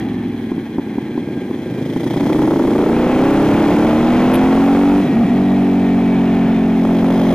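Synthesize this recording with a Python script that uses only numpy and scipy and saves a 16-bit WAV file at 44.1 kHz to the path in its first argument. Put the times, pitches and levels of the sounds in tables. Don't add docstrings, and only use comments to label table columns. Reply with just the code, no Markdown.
import sys
import numpy as np
from scipy import signal
from scipy.io import wavfile
from scipy.ndimage import uniform_filter1d

SR = 44100
rng = np.random.default_rng(int(sys.argv[2]) if len(sys.argv) > 2 else 0)


def wav_record(signal):
    frames = np.transpose(np.atleast_2d(signal))
    bounded = np.clip(frames, -1, 1)
    quanta = np.round(bounded * 32767).astype(np.int16)
    wavfile.write(sys.argv[1], SR, quanta)


N = 323694
TIME = np.arange(N) / SR

# (time [s], four-stroke cycle rate [Hz])
ENGINE_SPEED = [(0, 23.45), (.4, 20.6), (.75, 20.1), (1.2, 20.15), (1.7, 19.95), (2.05, 19.85),
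                (2.25, 21.45), (2.58, 24.9), (2.85, 28.2), (3.2, 32.1), (3.52, 35.05), (3.94, 38.55),
                (4.4, 43.1), (4.7, 46.55), (5, 48.25), (5.12, 47.4), (5.42, 47.45), (5.9, 46.19),
                (6.65, 44.61), (7.34, 44.42)]
# (time [s], load [0 shut, 1 light, 2 wide open])
THROTTLE_LOAD = [(0, 0.091), (.9, 0.19), (1.7, 0.76), (2.1, 1.32), (2.4, 1.72), (3.1, 1.73), (3.55, 2.46),
                 (3.95, 1.68), (4.35, 1.87), (4.7, 1.92), (5, 1.786), (5.08, 1.28), (6.76, 1.015),
                 (6.87, 1.18), (7.34, 1.26)]
# (load [0-2], throb [dB], ragged firing [dB], air rush [dB], clatter [dB])
LOAD_MIX = [(0, -18.5, -28.5, -49, -36), (1, -10.5, -26, -39.5, -37), (2, -5, -19, -29.5, -31.5)]
# (multiple of the cycle rate, shut [dB], light [dB],
# wide open at low revs [dB], at middle revs [dB], at high revs [dB])
INTAKE_HARMONICS = [(1, -8, 17, -6, -9, -5.5), (2, -11, 14, -2, -1.5, -1.5), (3, 26, 2.5, 1, -8.5, 2),
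                    (4, 8, 14, -5, -6.5, -7), (5, 19, 11, 5, -1.5, 3), (6, -5, 8.5, 5.5, 4, 2),
                    (7, 9, -7, -1, -4, -7.5), (8, 11.5, 2, 2.5, 2.5, 1.5), (9, 7.5, 7.5, -2, 3, 3),
                    (10, 3.5, -18.5, 1, 2.5, -2.5), (11, 11, -2.5, 3.5, -10, 4), (12, 9.5, -9, -3, 6.5, 3),
                    (13, -3, 1.5, 6, -7.5, 1), (14, 8, -10, 7.5, -1, 5), (15, -12, -3.5, -8, -1, -7),
                    (16, 6, 1, -1.5, 3.5, -2), (17, 0.5, 2.5, 8.5, 14.5, 10.5), (18, -2, 7.5, -1, -1, 3),
                    (19, 2, -6.5, -1, 1, 0), (24, -24, 5, 2, 0, -1), (25, -22, -0.5, 5, 9.5, -14),
                    (26, -18, -2, -6, -5, 1), (33, -14, 0, -3, -2.5, -1)]
# (low [Hz], middle [Hz], high [Hz])
WIDE_OPEN_REVS = [28.8, 32.3, 40.5]
# (frequency [Hz], part throttle [dB], wide open [dB])
AIRBOX_COLOUR = [(30.2, -44, -46.5), (66.4, -25, -24), (111, -10.5, -12), (161, -8, -15), (206, 4, -3),
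                 (286.5, 5, 1), (383.4, -1.5, -7), (493, -8.5, -15), (582, -16, -21), (845, -30.5, -31.5),
                 (1250, -42.5, -55), (2500, -57.5, -58)]
# (frequency [Hz], level [dB])
RAGGED_COLOUR = [(30, -49), (65, -31.5), (120, -6.5), (180, -2), (240, 3), (295, 3.5), (380, -4),
                 (480, -12.5), (650, -41.5), (850, -35.5), (1300, -48), (3000, -60.5)]
# (start [s], length [s], fade [s], throb drop [dB], ragged firing [dB])
STUMBLE_SPANS = [(0.587, 1.59, 0.41, 9.5, -25), (5.007, 0.318, 0.039, 10.5, -15.5)]
# (start [s], length [s], from [Hz], to [Hz], level [dB])
BURBLE_SURGES = [(5.029, 0.047, 235, 255, -11), (5.092, 0.043, 285.1, 258, -12.5),
                 (5.139, 0.094, 230, 238.8, -5.5), (5.23, .04, 210.4, 179.6, -7.5),
                 (5.303, .04, 235, 262, -6.5)]
# (time [s], peak [dB])
COUGH_HITS = [(.517, -2.5), (.579, -11.5), (.783, -1), (.794, -8), (.873, -13), (.982, -1.5), (1.177, -2),
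              (1.274, -12), (1.51, -6), (1.961, -8), (2.063, -8)]
# (frequency [Hz], level [dB])
COUGH_BODY = [(40, -28), (120, -7), (200, 4.5), (290, 8.5), (400, 3), (620, -34), (850, -11.5), (1050, -25),
              (1400, -44), (3000, -55)]
# (time [s], peak [dB])
CLANK_HITS = [(2.208, -21.5), (2.33, -18)]
# (frequency [Hz], level [dB])
CLANK_BODY = [(800, -23), (1750, -19), (2040, 7.5), (2400, 1), (2900, -24), (3280, 0), (3800, -15),
              (12000, -33)]
# (time [s], cycle rate [Hz])
TWIN_REVS = [(0, 21.13), (1.2, 22.25), (1.65, 24.59), (1.95, 28.01), (2.3, 32.28), (2.8, 37.58),
             (3.2, 41.85), (3.6, 46.41), (4, 51.04), (4.7, 53.72), (5.3, 51.52), (6.85, 51.79),
             (7.1, 52.35), (7.34, 55.8)]
# (time [s], boom [dB], bark [dB], rattle [dB])
TWIN_MIX = [(0, -53, -63, -46.5), (1.1, -32, -49, -55), (1.7, -27.5, -43, -45), (2.05, -19.5, -27.5, -36),
            (2.3, -17, -19, -36), (3, -24.5, -21.5, -46.5), (3.9, -24, -19.5, -40),
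            (4.65, -25, -18.5, -42.5), (5, -29, -41, -45.5), (6.65, -43, -38, -51), (6.82, -20, -33, -42),
            (6.85, -22, -24.5, -43.5), (7.34, -25, -17.5, -35)]
# (frequency [Hz], level [dB])
BOOM_COLOUR = [(40, -32), (85, -28.5), (125, 0.5), (210, -3), (290, 1), (420, -4), (560, -7), (1200, -62)]
# (frequency [Hz], level [dB])
BARK_COLOUR = [(100, -50), (330, -9), (430, 4), (610, 2), (730, -9), (850, -5.5), (1020, -15), (1250, -16),
               (2000, -29.5), (4000, -47), (12000, -51)]
# (frequency [Hz], level [dB])
RATTLE_COLOUR = [(500, -13), (1400, -7), (2010, 2.5), (2800, -14), (3250, 1.5), (3700, -7.5), (4020, -9),
                 (4600, -17), (5100, -8), (5600, -20), (6170, -10.5), (7300, -26.5), (9500, -16),
                 (10400, -13), (11800, -16.5), (13100, -15.5), (15000, -20)]
# (time [s], peak [dB])
CRACK_HITS = [(1.861, -23), (2.033, -19.5), (2.107, -17), (3.286, -8), (3.705, -4), (3.848, -1),
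              (3.889, -6), (3.929, -8), (6.851, -5), (6.909, -10), (7.044, -8), (7.139, -7), (7.158, -11)]
# (frequency [Hz], level [dB])
CRACK_BODY = [(100, -32), (350, -3), (600, 14), (900, 5), (1400, -24), (4000, -32)]
# (frequency [Hz], level [dB])
RUSH_COLOUR = [(250, 0), (600, 12.5), (1000, -5), (2200, -17.5), (3400, -21), (4500, -13.5), (6200, -15),
               (8000, -17), (10500, -14.5), (15000, -21.5)]
# (frequency [Hz], level [dB])
CASE_COLOUR = [(400, 4.5), (680, -12.5), (815, 6.5), (960, -10), (1300, -15.5), (1620, -4), (1950, -3.5),
               (2350, -5), (2850, -18), (3300, -5.5), (3750, -21), (4020, -11), (4300, -21), (5600, -28.5),
               (6100, -21), (6700, -32.5), (9600, -27.5), (10500, -22.5), (11300, -24), (15000, -29)]
# (multiple of the cycle rate, relative level [dB])
GEAR_MESHES = [(40, -5.5), (50, -1.5), (55, -3), (80, 3), (120, 4), (160, -9), (200, -1)]
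# (time [s], level [dB])
WHINE_LEVEL = [(0, -53), (1, -51.5), (2.2, -53), (4.8, -38), (5.05, -34.5), (5.9, -33), (6.6, -36.5),
               (7.34, -46)]
# (time [s], peak [dB])
TICK_HITS = [(4.3346, -25), (4.3398, -16), (4.3451, -12.5), (4.3505, -22), (4.3558, -13.5), (4.3612, -19)]
# (frequency [Hz], level [dB])
TICK_BODY = [(1000, -28), (2400, 15), (3400, 8), (7000, -31), (9500, 2), (12000, 6), (15000, -23)]
# (frequency [Hz], level [dB])
WIND_COLOUR = [(20, -12), (50, -21), (150, 4), (300, -6), (500, -8.5), (800, -5), (1200, -17),
               (2500, -19.5), (5000, -38), (15000, -54)]


def intake_throb(turns, hz, load, lope, wobble_turns=0.0016, flutter_db=0.7, size=2048):
    multiples, *tones = np.transpose(INTAKE_HARMONICS)
    box_hz, part, wide = np.transpose(AIRBOX_COLOUR)
    crank = turns + wobble_turns * wander(60)
    shut, light, pulling = (np.interp(load, [0, 1, 2], corner) for corner in np.eye(3))
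    shares = [shut, light] + [pulling * np.interp(hz, WIDE_OPEN_REVS, corner) for corner in np.eye(3)]
    blend = 0
    for share, tone_db, box_db in zip(shares, tones, (part, part, wide, wide, wide)):
        spectrum = np.fft.rfft(burst(np.interp(np.arange(size // 2 + 1), multiples, tone_db)))
        spectrum[0] = spectrum[48:] = 0
        cycle = unit(np.fft.irfft(spectrum))
        pulsation = np.interp(crank, np.arange(size) / size, cycle, period=1)
        blend = blend + share * through(pulsation, np.c_[box_hz, box_db])
    throb = blend * undb(flutter_db * wander(70)) * gulps(turns, lope)
    return throb / np.sqrt(smooth(throb ** 2, 4000))


def gulps(turns, depth, crest_turns=0.073):
    return 1 + depth * np.cos(2 * np.pi * (turns - crest_turns))


def ragged_firing(turns, hz, turbulence=0.026):
    kicks = firings(turns, scatter_db=4.5) * np.sqrt(hz.min() / hz)
    return through(kicks + turbulence * rng.standard_normal(N), RAGGED_COLOUR)


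def stumble(throb_db, ragged_db):
    for start, length, fade, drop_db, rough_db in STUMBLE_SPANS:
        inside = gate(start, length, fade)
        throb_db = throb_db - inside * drop_db
        ragged_db = ragged_db + inside * (rough_db - ragged_db)
    return throb_db, ragged_db


def burble(fade_s=0.023, waver=0.01504):
    surges = 0
    for start, length, from_hz, to_hz, db in BURBLE_SURGES:
        hz = np.interp(TIME, [start, start + length], [from_hz, to_hz]) * (1 + waver * wander(60))
        boom = np.sin(2 * np.pi * np.cumsum(hz) / SR)
        surges = surges + undb(db) * gate(start, length, fade_s) * boom
    return surges


def coughs():
    return strikes(COUGH_HITS, COUGH_BODY)


def clanks():
    return strikes(CLANK_HITS, CLANK_BODY)


def twin_bike(weak_db=-6, scatter_db=2.9, wobble_turns=0.0016, gas=0.0061, puff_s=0.018, rattle_s=0.009):
    hz, = curves(TWIN_REVS)
    boom_db, bark_db, rattle_db = curves(TWIN_MIX)
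    weak_at, strong_at, shakes_at = .79, .98, (.8, .04)
    turns = np.cumsum(hz) / SR
    crank = turns + wobble_turns * wander(50)
    weak, strong = (firings(crank, scatter_db, [place], signs=[1]) for place in (weak_at, strong_at))
    pulses = (undb(weak_db) * weak + strong) * np.sqrt(hz.min() / hz)
    puffs = gas * np.exp(-((turns - strong_at) % 1) / hz / puff_s) * rng.standard_normal(N)
    boom = undb(boom_db) * through(pulses, BOOM_COLOUR)
    bark = undb(bark_db) * through(pulses + puffs, BARK_COLOUR)
    shakes = sum(np.exp(-((turns - place) % 1) / hz / rattle_s) for place in shakes_at)
    rattles = [undb(rattle_db) * through(shakes * noise, RATTLE_COLOUR)
               for noise in rng.standard_normal((2, N))]
    return boom + bark + strikes(CRACK_HITS, CRACK_BODY), rattles


def air_rush(turns, lope):
    return through(gulps(turns, lope) * rng.standard_normal(N), RUSH_COLOUR)


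def valve_clatter(turns, tap_db=-1, churn_depth_db=2.5):
    taps = undb(tap_db) * unit(firings(2 * turns, scatter_db=4.0))
    churn = undb(churn_depth_db * wander(80)) * rng.standard_normal(N)
    return through(taps + churn, CASE_COLOUR)


def gear_whine(turns, hz, backlash=0.0046, flutter_db=3, cutoff_hz=2500):
    whine = 0
    for teeth, db in GEAR_MESHES:
        mesh = np.sin(2 * np.pi * teeth * turns + backlash * teeth * wander(35))
        muffling = 1 + (teeth * hz / cutoff_hz) ** 6
        whine = whine + mesh * undb(db + flutter_db * wander(12)) / muffling
    return unit(whine)


def ticks():
    return strikes(TICK_HITS, TICK_BODY)


def wind_and_tyres(hz, load, base_db=-27, full_revs_hz=31.3, db_per_octave=20, db_per_load=3):
    roar_db = base_db + db_per_octave * np.minimum(np.log2(hz / full_revs_hz), 0) + db_per_load * load
    air = rng.standard_normal(N)
    gust_db = 1.87 * wander(3.18) - 0.5 * wander(35)
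    return undb(roar_db) * through(air * undb(gust_db), WIND_COLOUR)


def firings(turns, scatter_db, places=(0, .25, .59, .84), signs=(-1, 1)):
    pulses = np.zeros(N)
    for place in places:
        at = np.flatnonzero(np.diff(np.floor(turns - place)) > 0)
        strength = undb(scatter_db * np.clip(rng.standard_normal(len(at)), -2, 1))
        pulses[at] += strength * rng.choice(signs, len(at))
    return pulses


def strikes(hits, colour):
    blows, response = np.zeros(N), ring(colour)
    for s, db in hits:
        blows[int(s * SR)] += undb(db)
    return signal.fftconvolve(blows, response / np.abs(response).max())[:N]


def through(x, colour):
    return unit(signal.fftconvolve(x, ring(colour))[:N])


def ring(colour, size=4096):
    hz, db = np.transpose(colour)
    return burst(np.interp(np.log(np.linspace(1, SR / 2, size + 1)), np.log(hz), db))


def burst(db):
    cepstrum = np.fft.irfft(np.log(undb(db)))
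    half = len(cepstrum) // 2
    cepstrum[1:half] *= 2
    cepstrum[half + 1:] = 0
    return np.fft.irfft(np.exp(np.fft.rfft(cepstrum)))


def wander(rate_hz):
    hold = int(SR / rate_hz)
    steps = np.repeat(rng.standard_normal(N // hold + 1), hold)
    return unit(smooth(steps, hold)[:N])


def smooth(x, samples):
    return uniform_filter1d(uniform_filter1d(x, samples), samples)


def gate(start, length, fade):
    return np.clip(.5 + np.minimum(TIME - start, start + length - TIME) / fade, 0, 1)


def curves(table):
    times, *columns = np.transpose(table)
    return [np.interp(TIME, times, column) for column in columns]


def undb(db):
    return 10 ** (np.asarray(db) / 20)


def unit(x):
    return x / np.sqrt(np.mean(x ** 2))


def scene(spread=0.39, lope_depth=0.16, lumpy_hz=24, even_hz=35, cruise_hz=46, throb_db_per_octave=3.5):
    hz, = curves(ENGINE_SPEED)
    load, = curves(THROTTLE_LOAD)
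    whine_db, = curves(WHINE_LEVEL)
    turns = .77 + np.cumsum(hz) / SR
    loads, *levels = np.transpose(LOAD_MIX)
    throb_db, ragged_db, rush_db, clatter_db = (np.interp(load, loads, db) for db in levels)
    throb_db += throb_db_per_octave * np.log2(hz / cruise_hz)
    throb_db, ragged_db = stumble(throb_db, ragged_db)
    lope = lope_depth * load / 2 * np.interp(hz, [lumpy_hz, even_hz], [1, 0])
    engine = undb(throb_db) * intake_throb(turns, hz, load, lope)
    engine += undb(ragged_db) * ragged_firing(turns, hz) + burble() + coughs() + clanks()
    twin, rattles = twin_bike()
    centre = engine + twin + undb(whine_db) * gear_whine(turns, hz) + wind_and_tyres(hz, load)
    direct, bounced = (
        undb(rush_db) * air_rush(turns, lope) + undb(clatter_db) * valve_clatter(turns) + rattle
        for rattle in rattles)
    return centre + direct + spread * bounced * np.array([[1], [-1]])


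def record(dry, ceiling=0.36, knee=6, leak=0.62, hiss_db=-66, top_width=0.34, top_hz=15400):
    def filtered(x, kind, hz):
        return signal.sosfiltfilt(signal.butter(2, hz, kind, fs=SR, output="sos"), x)

    dry = filtered(dry, "high", hz=55)
    oversampled = signal.resample_poly(dry, 2, 1, axis=1)
    flattened = oversampled / (1 + np.abs(oversampled / ceiling) ** knee) ** (1 / knee)
    clipped = signal.resample_poly(flattened, 1, 2, axis=1)
    treble = filtered(dry - clipped, "high", hz=1500)
    left, right = clipped + leak * treble + undb(hiss_db) * rng.standard_normal((2, N))
    right = np.roll(right, 2)
    side = filtered((left - right) / 2, "high", hz=1100)
    dull_side = filtered(side, "low", hz=7000)
    side = dull_side + top_width * (side - dull_side)
    ports = (left + right) / 2 + side * np.array([[1], [-1]]) + ticks()
    return signal.sosfilt(signal.ellip(10, .1, 80, top_hz, fs=SR, output="sos"), ports)


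dry = scene()
out = record(dry)
wav_record(out)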